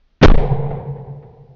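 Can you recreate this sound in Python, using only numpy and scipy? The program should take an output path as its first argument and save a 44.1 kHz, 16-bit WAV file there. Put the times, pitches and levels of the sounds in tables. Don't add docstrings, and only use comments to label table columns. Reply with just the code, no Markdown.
import sys
import numpy as np
from scipy import signal
from scipy.fft import rfft, irfft
from scipy.io import wavfile
from scipy.ndimage import uniform_filter1d

SR = 44100
rng = np.random.default_rng(int(sys.argv[2]) if len(sys.argv) > 2 else 0)


def dump(signal):
    limited = np.clip(np.atleast_2d(signal).T, -1, 1)
    pcm = np.round(limited * 32767).astype(np.int16)
    wavfile.write(sys.argv[1], SR, pcm)


N = 68355

# frequency in Hz, relative density in dB.
AIR_SPECTRUM = [(25, 8.5), (100, -13.5), (800, -28), (3700, -32.5), (6000, -38.5), (8000, -47.5)]
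RUSH_SPECTRUM = [(30, 8), (130, 8.5), (450, -5.5), (1000, -12.5), (2400, -14.5), (5000, -38.5), (8000, -50)]
BLAST_SPECTRUM = [(30, -12), (90, -0.5), (170, 3.5), (450, -3.5), (900, -13), (1500, -22.5), (3600, -30),
                  (8000, -56.5)]
RUMBLE_SPECTRUM = [(25, 1.5), (45, 3.5), (65, -2), (100, -1.5), (140, 4.5), (190, -5.5), (320, -20.5),
                   (445, 1.5), (610, -13), (750, -5.5), (980, -13.5), (1230, -30.5), (2200, -28.5),
                   (2700, -36.5), (3800, -36), (5000, -47.5), (8000, -63.5)]
SCATTER_SPECTRUM = [(100, -10.5), (500, 8), (1200, -5), (2400, -6.5), (4000, -14.5), (8000, -31.5)]
CRACK_SPECTRUM = [(150, -2.5), (700, -0.5), (1500, -2), (2400, 0.5), (4000, -16), (8000, -17.5)]
SLAP_SPECTRUM = [(150, -11), (450, 18), (1000, -2), (2000, -5), (3000, -15), (7000, -46.5)]
# frequency in Hz, T60 in seconds.
BLAST_T60 = [(60, .22), (140, .2), (400, 0.09), (1200, 0.16), (5000, 0.1)]
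RUMBLE_T60 = [(30, 1.73), (140, 2.58), (450, 2.37), (1000, 2), (2000, 1.85), (3300, 1.35), (5500, 0.79)]
# crest time in seconds, half-width in seconds, lift in dB.
RUMBLE_SWELLS = [(0.506, 0.058, 1.5), (0.764, 0.058, 3), (0.982, 0.059, 3), (1.33, 0.037, 1)]
# time in seconds, pre-clip offset in full scale.
MIC_SWING = [(.252, 0), (.263, 2.5), (.285, 0.85), (.305, -0.36), (.33, -1.02), (.355, -0.69), (.40, -0.12),
             (.45, 0), (.52, .1), (.8, 0)]
# crest time in seconds, half-width in seconds, peak in dB.
SLOPE_BOOMS = [(0.348, 0.0079, -13.5), (0.457, 0.034, -17.5), (0.52, 0.016, -9), (0.601, 0.055, -20.5),
               (0.669, 0.014, -22), (0.745, 0.049, -24), (0.899, .045, -20.5), (1.002, 0.037, -29.5),
               (1.11, 0.021, -26.5), (1.173, 0.045, -29.5), (1.422, 0.014, -37.5), (1.508, 0.023, -39.5)]
# start in seconds, level in dB.
ROCK_SLAPS = [(.379, -23), (0.442, -36), (0.706, -30.5), (1.226, -46)]

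SHOT_S, BLAST_RISE_S, ECHO_RISE_S = .226, .0027, .055
FLUTTER_HZ = 21.97
TIME_S = np.arange(N) / SR
BIN_HZ = np.arange(N // 2 + 1) * SR / N


def undb(db):
    return 10 ** (np.asarray(db) / 20)


def over_hz(points):
    hz, value = np.array(points, float).T
    return np.interp(np.log(BIN_HZ + 1), np.log(hz), value)


def noise(spectrum):
    x = irfft(rfft(rng.standard_normal(N)) * undb(over_hz(spectrum)) * (BIN_HZ > 18), N)
    return x / x.std()


def burst(start_s, rise_s, t60_s, hold_s=0):
    age_s = TIME_S - start_s
    fall_s = np.maximum(age_s - rise_s - hold_s, 0)
    return np.clip(age_s / rise_s, 0, 1) * np.exp(-np.log(1000) * fall_s / t60_s)


def crest(at_s, half_s):
    return np.exp(-((TIME_S - at_s) / half_s) ** 2)


def wander(rate_hz):
    step = int(SR / rate_hz)
    held = np.repeat(rng.standard_normal(N)[:N // step + 1], step)
    x = uniform_filter1d(held, step)[:N]
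    return x / x.std()


def dying_noise(spectrum, decay, rise_s, hold_s=0):
    bins, out = rfft(noise(spectrum)), 0
    for k, (_, t60_s) in enumerate(decay):
        band = over_hz([(hz, j == k) for j, (hz, _) in enumerate(decay)])
        out = out + irfft(bins * band, N) * burst(SHOT_S, rise_s, t60_s, hold_s)
    return out


def still_air(level_db=-59):
    return undb(level_db) * noise(AIR_SPECTRUM)


def rush(start_s=.212, level_db=-12.5):
    envelope = burst(start_s, rise_s=.005, t60_s=.44, hold_s=SHOT_S - start_s)
    return undb(level_db) * noise(RUSH_SPECTRUM) * envelope


def muzzle_blast(level_db=14):
    return undb(level_db) * dying_noise(BLAST_SPECTRUM, BLAST_T60, BLAST_RISE_S, hold_s=.014)


def rumble(level_db=-16.5, flutter_db=1.08):
    lift_db = sum(db * crest(at_s, half_s) for at_s, half_s, db in RUMBLE_SWELLS)
    gain = undb(level_db + flutter_db * wander(FLUTTER_HZ) + lift_db)
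    return gain * dying_noise(RUMBLE_SPECTRUM, RUMBLE_T60, ECHO_RISE_S)


def ground_scatter(level_db=-22.5):
    return undb(level_db) * noise(SCATTER_SPECTRUM) * burst(SHOT_S, ECHO_RISE_S, t60_s=.54)


def recoil(start_s=.262, start_hz=24.55, sweep_hz_per_s=29, shudder_db=11.5):
    age_s = TIME_S - start_s
    cycles = age_s * (start_hz + sweep_hz_per_s * age_s / 2)
    shudder = np.sin(2 * np.pi * cycles) * burst(start_s, BLAST_RISE_S, t60_s=.39)
    swing = np.interp(TIME_S, *np.array(MIC_SWING).T)
    return undb(shudder_db) * shudder + uniform_filter1d(swing, size=400)


def crack(level_db=12):
    return undb(level_db) * noise(CRACK_SPECTRUM) * burst(start_s=.272, rise_s=.001, t60_s=.016)


def slope_booms(centre_hz=138.2, spread=.024):
    pitch_hz = centre_hz * (1 + spread * wander(FLUTTER_HZ))
    note = np.sin(2 * np.pi * np.cumsum(pitch_hz) / SR)
    return note * sum(undb(db) * crest(at_s, half_s) for at_s, half_s, db in SLOPE_BOOMS)


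def rock_slaps():
    envelope = sum(undb(db) * burst(at_s, rise_s=.0013, t60_s=.14) for at_s, db in ROCK_SLAPS)
    return noise(SLAP_SPECTRUM) * envelope


def scene():
    shot = rush() + muzzle_blast() + recoil() + crack()
    echoes = rumble() + ground_scatter() + slope_booms() + rock_slaps()
    return (shot + echoes + still_air())[None]


def record(dry):
    rail, leak_db = .643, -34.5
    mic_hz, top_hz = 5600, 6750
    clipped = np.clip(dry, -rail, rail) + undb(leak_db) * dry
    dulled = signal.sosfilt(signal.butter(4, mic_hz, fs=SR, output="sos"), clipped)
    return signal.sosfilt(signal.cheby1(8, .2, top_hz, fs=SR, output="sos"), dulled)


dry = scene()
out = record(dry)
dump(out)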